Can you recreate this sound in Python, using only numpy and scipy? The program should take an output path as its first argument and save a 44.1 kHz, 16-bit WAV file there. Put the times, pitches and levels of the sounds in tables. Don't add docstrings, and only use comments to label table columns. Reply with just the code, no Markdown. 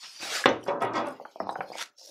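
import sys
import numpy as np
from scipy import signal
from scipy.fft import rfft, irfft, next_fast_len
from scipy.io import wavfile
from scipy.ndimage import uniform_filter1d, map_coordinates

SR = 44100
rng = np.random.default_rng(int(sys.argv[2]) if len(sys.argv) > 2 else 0)


def decibels_to_gain(level_db):
    exponent = np.asarray(level_db, float) / 20
    return 10 ** exponent


def put_to_file(sound):
    columns = np.atleast_2d(sound).T
    safe = np.clip(columns, -1, 1)
    whole_steps = np.round(safe * 32767)
    wavfile.write(sys.argv[1], SR, whole_steps.astype(np.int16))


N = 92610
TIME_S = np.arange(N) / SR
LIGHT_FROM_S = 1


def unit(x):
    return x / np.sqrt(np.mean(x ** 2) + 1e-20)


def along(points, hz):
    f, v = np.transpose(points)
    return np.interp(np.log(hz + 1), np.log(f + 1), v)


def curves(rows, fade_s=0.011):
    s, *columns = np.transpose(rows)
    s = np.r_[s[0] - fade_s, s, s[-1] + fade_s]
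    return [np.interp(TIME_S, s, np.r_[-120, c, -120]) for c in columns]


def wobble(rate_hz):
    knots = rng.standard_normal(int(N * rate_hz / SR) + 4)
    return map_coordinates(knots, [np.arange(N) * rate_hz / SR])


def filtered(x, response):
    m = next_fast_len(N + SR // 2)
    return irfft(rfft(x, m) * response(np.fft.rfftfreq(m, 1 / SR)), m)[..., :N]


def friction(spectrum, grain_db, grain_hz, patchy_db, patch_frames=5):
    slips = rng.standard_normal(N) * decibels_to_gain(grain_db * wobble(grain_hz))
    z = signal.stft(slips, nperseg=512)[2]
    field = uniform_filter1d(rng.standard_normal(z.shape), 4, 0)
    field = uniform_filter1d(field, patch_frames, 1)
    noise = signal.istft(z * decibels_to_gain(patchy_db * unit(field)), nperseg=512)[1][:N]
    return unit(filtered(noise, lambda hz: decibels_to_gain(along(spectrum, hz))))


def fingertips():
    # start_s, level_db
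    strokes = [
        [(0.0, -51.5), (0.016, -44.5), (0.24, -46.5)],
        [(1.95, -85.5), (1.986, -52), (2.1, -43.5)],
    ]
    # start_s, level_db
    resting = [
        (.98, -72.5),
        (1.15, -62.5),
        (1.4, -65),
        (1.6, -64),
        (1.75, -58),
    ]
    skin = [(100, -43.5), (600, -28), (2000, -19.5), (4050, -15), (4300, 3.5), (5800, 0), (6300, -9.5),
            (14000, -28.5), (15500, -41.5)]
    skin_edge = [(100, -45.5), (580, -10), (1200, -36), (3200, -20.5), (5600, 1), (6500, -10.5),
                 (8000, -21), (15500, -31.5)]
    grip = [(1200, -18.5), (2500, 1), (3700, -5), (4600, 3.5), (6200, -9), (7000, -14.5), (13500, -15),
            (15500, -20)]
    first, last, middle = [decibels_to_gain(curves(rows, fade_s=.03)[0] + 0.47 * wobble(40.17))
                           for rows in strokes + [resting]]
    out = middle * friction(grip, 3.2, 60.1, patchy_db=6.5, patch_frames=12)
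    out += first * friction(skin, 0.74, 510, patchy_db=-4.0, patch_frames=12)
    return out + last * friction(skin_edge, 2.5, 230, patchy_db=-3.0, patch_frames=12)


def heel():
    # start_s, level_db
    brush = [
        [(0, -70), (.035, -49), (.08, -51.5), (.11, -60), (.16, -56), (.21, -56)],
        [(1.93, -86), (2.01, -76.5), (2.06, -76.5), (2.1, -65)],
    ]
    # hz, level_db
    heel_bands = [(70, -33), (150, -6), (300, -14.5), (600, -5.5), (1000, -3), (1500, -3), (2400, 1),
                  (4000, 1.5), (5000, -33.5)]
    level = sum(decibels_to_gain(curves(rows)[0]) for rows in brush)
    return level * friction(heel_bands, 2.5, 110, patchy_db=2, patch_frames=12)


def palm():
    # start_s, level_db
    swipes = [
        [(.195, -56.5), (.225, -35), (.29, -36), (.36, -29), (.41, -35), (.455, -45.5)],
        [(1.72, -60.5), (1.76, -49.5), (1.785, -39.5), (1.818, -31.5), (1.85, -50), (1.9, -68)],
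    ]
    # hz, level_db
    palm_bands = [(71, -62.5), (120, -22), (733, 2), (1020, -6.5), (1300, 0.5), (2490, -0.5), (5060, -0.5),
                  (11200, -17), (15500, -29.5)]
    rim_cut_hz = 310
    flat, rim = [decibels_to_gain(curves(rows, fade_s=0.014)[0]) for rows in swipes]
    rub = friction(palm_bands, 0.43, 400, patchy_db=2.5)
    edge = filtered(rub * decibels_to_gain(2.7 * wobble(300)), lambda f: (1j * f / (rim_cut_hz + 1j * f)) ** 4)
    return flat * rub + rim * edge


def sleeve():
    # centre_s, half_length_s, level_db
    rustles = [
        (0.655, 0.04, -60.5),
        (0.66, 0.01, -74),
        (0.834, 0.014, -51),
        (1.07, 0.0087, -62.5),
        (1.101, .025, -57),
        (1.51, 0.026, -62.5),
    ]
    # hz, level_db
    cloth = [(2940, -37), (5000, -1), (7550, -5.5), (8910, -5.5), (9890, -3.5), (15500, -28.5)]
    level = sum(decibels_to_gain(db) * np.exp(-((TIME_S - s) / half_s) ** 2) for s, half_s, db in rustles)
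    return level * friction(cloth, 7.0, 200, patchy_db=7.5)


def rubbing():
    return fingertips() + heel() + palm() + sleeve()


def ticks():
    # start_s, level_db, pitch_hz, t60_s
    snaps = [(0.46, -18, 4080, 0.0076), (0.44, -13.5, 1740, 0.018), (.8185, -41, 12600, 0.0054),
             (0.49, -24.5, 6160, 0.0083), (0.68, -36.5, 5300, 0.02), (0.63, -43, 2970, 0.021),
             (0.82, -14, 9700, 0.0015), (0.938, -37, 6760, 0.0015), (0.98, -30.5, 4830, 0.016),
             (1.252, -27, 1440, 0.012), (0.42, -28, 4200, 0.0064), (1.79, -34, 930, 0.034),
             (2.013, -54, 710, .1), (1.403, -33.5, 188, 0.079), (1.42, -36.5, 201, 0.24),
             (1.59, -35.5, 188, 0.1), (1.46, -39.5, 200, 0.14), (1.81, -50, 130, 0.067),
             (0.14, -63, 160, 0.15), (0.2, -46, 132, 0.093), (2.03, -66.5, 150, 0.17),
             (1.495, -35.5, 3900, 0.023), (1.402, -19.5, 1200, 0.013), (1.401, -35.5, 1870, 0.022),
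             (1.469, -54, 5100, 0.024), (1.492, -30.5, 3850, 0.0075), (1.493, -26, 1650, 0.0071),
             (1.4, -46, 5320, 0.074), (1.556, -22.5, 1500, 0.016), (1.608, -19.5, 1330, 0.011),
             (1.607, -25, 2310, 0.0083), (1.721, -40, 4800, 0.037), (1.73, -46, 2220, 0.4),
             (1.812, -28, 1470, 0.025)]
    out, t = np.zeros(N + SR), np.arange(SR // 10) / SR
    rise = np.sin(np.pi / 2 * np.minimum(t / 0.00082, 1)) ** 2
    for s, db, hz, t60_s in snaps:
        waver = np.sin(2 * np.pi * (rng.random() + rng.uniform(55, 200) * t))
        phase = 2 * np.pi * hz * t + 1.1 * waver
        out[round(s * SR):][:len(t)] += decibels_to_gain(db - 60 * t / t60_s) * rise * np.sin(phase)
    return out[:N]


def glass(force):
    # mode_hz, level_db, t60_s
    modes = [(153, -23, 0.25), (279, -9.5, 0.41), (331.6, -8, 0.46), (405.5, -13, 0.43), (483.6, -21, 0.38),
             (538, -10, 0.15), (579, -11, 0.32), (698, -18.5, 0.18), (803, -27, .2), (840, -26, 0.1),
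             (966.5, -14, .2), (1166, -24, .25), (1290, -23.5, .3), (1447, -18, .3)]
    damped_t60_s = .4
    t = np.arange(SR // 2) / SR
    ring = sum(decibels_to_gain(db - 60 * t / min(t60_s, damped_t60_s)) * np.sin(2 * np.pi * hz * t)
               for hz, db, t60_s in modes)
    return signal.fftconvolve(force, ring)[:N]


def slap():
    # hz, level_db
    slap_bands = [(300, -7), (800, 0), (1400, -4.5), (2800, -13.5), (3750, -16), (4200, -24.5), (7000, -37),
                  (12000, -70.5)]
    start_s, level_db, t60_s = .4562, -16, 0.026
    flap_db, flap_t60_s = -12.5, 0.31
    u = np.maximum(TIME_S - start_s, 0)
    decay = decibels_to_gain(-60 * u / t60_s) + decibels_to_gain(flap_db - 60 * u / flap_t60_s)
    rise = np.minimum(u / 0.0019, 1)
    return decibels_to_gain(level_db) * decay * rise * friction(slap_bands, 4.3, 500, patchy_db=0.0)


def knocks():
    # start_s, peak_db, pad_pitch_hz
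    contacts = [(0.226, -38, 279), (0.455, -5, 538), (.496, -17.5, 500), (.509, -19.5, 560),
                (.662, -41, 900), (0.681, -13.5, 570), (.686, -15.5, 640), (0.702, -32.5, 452),
                (.721, -31, 596), (0.817, -16.5, 570), (.840, -16.5, 550), (0.856, -38, 680),
                (.965, -21, 835), (0.976, -15, 980), (.997, -24, 580), (1.073, -23, 618),
                (1.197, -25.5, 740), (1.211, -31.5, 540), (1.253, -25, 840), (1.357, -26, 695),
                (1.401, -15, 656), (1.468, -19, 800), (1.49, -10.5, 840), (1.521, -22.5, 690),
                (1.557, -17, 740), (1.585, -25, 641), (1.604, -15.5, 747), (1.643, -29.5, 630),
                (1.686, -43.5, 610), (1.7, -26.5, 582), (1.716, -24, 713.7), (1.752, -22.5, 737),
                (2.089, -46, 610)]
    pad_cycles, light_cycles = 1.485, 1.81
    rise_s, lag_s, glass_db = 0.0018, 0.00158, -26.5
    out, t = np.zeros(N + SR), np.arange(SR // 20) / SR
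    rise = np.sin(np.pi / 2 * np.minimum(t / rise_s, 1)) ** 2
    for s, db, hz in contacts:
        cycles = pad_cycles if s < LIGHT_FROM_S else light_cycles
        pad = np.exp(-t * hz / cycles * 2) * np.cos(2 * np.pi * hz * (t - rise_s))
        out[round((s + lag_s) * SR):][:len(t)] += decibels_to_gain(db + 7.5) * rise * pad
    pads = out[:N]
    return pads + slap() + decibels_to_gain(glass_db) * glass(pads) / 10


def thumps():
    # start_s, shake_db, boom_db
    pushes = [
        (0.239, -70, -56),
        (0.471, -74, -34.5),
        (0.821, -65, -31.5),
        (0.938, -61, -36),
        (1.41, -78.5, -58.5),
        (1.756, -72, -75),
    ]
    shake_hz, shake_s = 43, 0.015
    boom_hz, boom_t60_s, boom_rise_s = 116.3, 0.43, 0.06
    out = np.zeros(N)
    for s, shake_db, boom_db in pushes:
        v = TIME_S - s
        u = np.maximum(v, 0)
        out += decibels_to_gain(shake_db) * np.exp(-(v / shake_s) ** 2) * np.sin(2 * np.pi * shake_hz * v)
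        swell = decibels_to_gain(boom_db - 60 * u / boom_t60_s) * (1 - np.exp(-u / boom_rise_s))
        out += swell * np.sin(2 * np.pi * boom_hz * u)
    return out


def dust():
    # start_s, level_db, t60_s
    sprays = [
        (0.674, -51.5, 0.13),
        (.805, -55.5, 0.11),
        (0.816, -58.5, 0.075),
        (0.934, -50, 0.15),
        (0.953, -44.5, 0.16),
        (1.312, -60, 0.13),
    ]
    # hz, level_db
    dust_bands = [(2000, -26), (3500, 0.5), (5300, 5), (7000, -6), (11000, -26.5), (15500, -40.5)]
    level = sum((TIME_S > s) * decibels_to_gain(db - 60 * abs(TIME_S - s) / t60_s) for s, db, t60_s in sprays)
    return level * friction(dust_bands, 2.5, 500, patchy_db=2)


def dragging():
    # start_s, drag_db, grit_over_drag_db
    shoves = [
        [(.664, -32, -26), (.679, -34, -10), (.686, -27, -9), (.73, -30, -36), (.8, -36, -48)],
        [(.806, -33, -14), (.821, -25, -9), (.845, -27.5, -9.5), (.88, -33.5, -13.5), (.93, -32.5, -27)],
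        [(.937, -32, -7.5), (.965, -25.5, -9), (1.03, -32, -14), (1.077, -31.5, -15), (1.12, -38, -25),
         (1.18, -65, 4)],
    ]
    drag_bands = [(53, -41.5), (90, -17), (315, -3), (899, -2.5), (1340, -7), (1780, -21.5), (3360, -61.5),
                  (4000, -43), (5200, -74.5), (8800, -120)]
    grit_bands = [(880, 2), (1500, 1.5), (2860, -3), (3750, -9), (4000, -13), (6000, -46), (15500, -90.5)]
    # ridge_hz, width_hz, level_db
    ribs = [(1967, 89, 5.5), (2210, 40, 4), (2460, 58, 2.5), (2820, 60, -8), (3380, 36, 9.5)]
    glass_db = -9
    drag = sum(decibels_to_gain(curves(rows)[0]) for rows in shoves)
    grit = sum(decibels_to_gain(sum(curves(rows, fade_s=0.0033))) for rows in shoves)
    judder = drag * friction(drag_bands, 0.37, 250, patchy_db=0.9)
    ring = glass(judder)
    ring = ring * np.std(judder) / np.std(ring)

    def ridges(f):
        return 1 + sum(decibels_to_gain(db) * 1j * f * w / (c * c - f * f + 1j * f * w) for c, w, db in ribs)

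    hiss = grit * filtered(friction(grit_bands, 2.3, 600, patchy_db=2.0), ridges)
    return decibels_to_gain(-5.5) * (judder + decibels_to_gain(glass_db) * ring) + decibels_to_gain(-3.5) * hiss + dust()


def room(x):
    # hz, t60_s
    decay = [(100, 0.55), (250, 0.46), (500, 0.29), (2000, 0.23), (6000, 0.18), (14000, 0.2)]
    early_db, early_t60_s, delay = 8.5, 0.012, 130
    out, step = np.zeros(N + 2 * SR), SR // 10
    padded = np.pad(x, (step, 2 * step))
    window = signal.get_window('hann', 2 * step)
    for start in range(0, N + step, step):
        piece = padded[start:start + 2 * step] * window
        hz, t, z = signal.stft(rng.standard_normal(SR // 2), SR, nperseg=256)
        late = decibels_to_gain(-60 * t / along(decay, hz)[:, None])
        early = decibels_to_gain(early_db - 60 * t / early_t60_s)
        tail = signal.istft(z * (late + early), SR, nperseg=256)[1]
        answer = signal.fftconvolve(piece, tail / np.sqrt(np.sum(tail ** 2)))
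        out[start + delay:][:len(answer)] += answer
    return out[step:step + N]


def hush():
    # hz, level_db
    air = [(35, -39), (60, -15.5), (4220, -6), (6260, 0.5), (7540, -6.5), (15500, -6)]
    level_db = -76.5
    return decibels_to_gain(level_db + 1.5) * friction(air, 1.2, 24.7, patchy_db=1.5, patch_frames=12)


def scene():
    low_cut_hz = 90.4
    wet_db, light_wet_db, tick_wet_db, rub_wet_db = 2, -1.5, -3, -11.5
    hands, snaps = rubbing(), ticks()
    table = knocks() + dragging()
    table_wet = decibels_to_gain(np.where(TIME_S < LIGHT_FROM_S, wet_db, light_wet_db))
    send = table_wet * table + decibels_to_gain(tick_wet_db) * snaps + decibels_to_gain(rub_wet_db) * hands
    mid = table + hands + snaps + room(send) + hush()
    mid = filtered(mid, lambda f: (1j * f / low_cut_hz / (1 + 1j * f / low_cut_hz)) ** 4) + thumps()
    return np.array([mid, mid])


def roll_off(x):
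    return signal.sosfilt(signal.butter(12, 15700, fs=SR, output="sos"), x)


def record(dry):
    # hz, noise_estimate_db per bin
    gate = [(100, -86.5), (2000, -99), (15000, -102)]
    # hz, side_under_mid_db
    side_by_hz = [(100, -20), (700, -20), (2500, -19), (5000, -23.5), (14000, -15)]
    gate_floor_db, top_hz = -19, 15650
    block_hz, block_s, block_share, quiet_side_db = 500, .035, .3, -27.5
    hz, t, z = signal.stft(dry[0], SR, nperseg=512)
    power = uniform_filter1d(uniform_filter1d(abs(z) ** 2, 3, 0), 3, 1)
    noise_power = decibels_to_gain(2 * along(gate, hz))[:, None]
    z = z * np.maximum(1 - noise_power / (abs(power) + 1e-20), decibels_to_gain(gate_floor_db))
    blocks = np.ix_((hz / block_hz).astype(int), (t / block_s).astype(int))
    quiet = rng.random((60, 200))[blocks] > block_share
    side = decibels_to_gain(along(side_by_hz, hz)[:, None] + quiet_side_db * quiet)
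    side = side * np.exp(2j * np.pi * rng.random(z.shape))
    both = signal.istft(np.array([z * (1 + side), z * (1 - side)]), SR, nperseg=512)[1][:, :N]
    both = filtered(both, lambda f: f < top_hz)
    return roll_off(both)


dry = scene()
out = record(dry)
put_to_file(out)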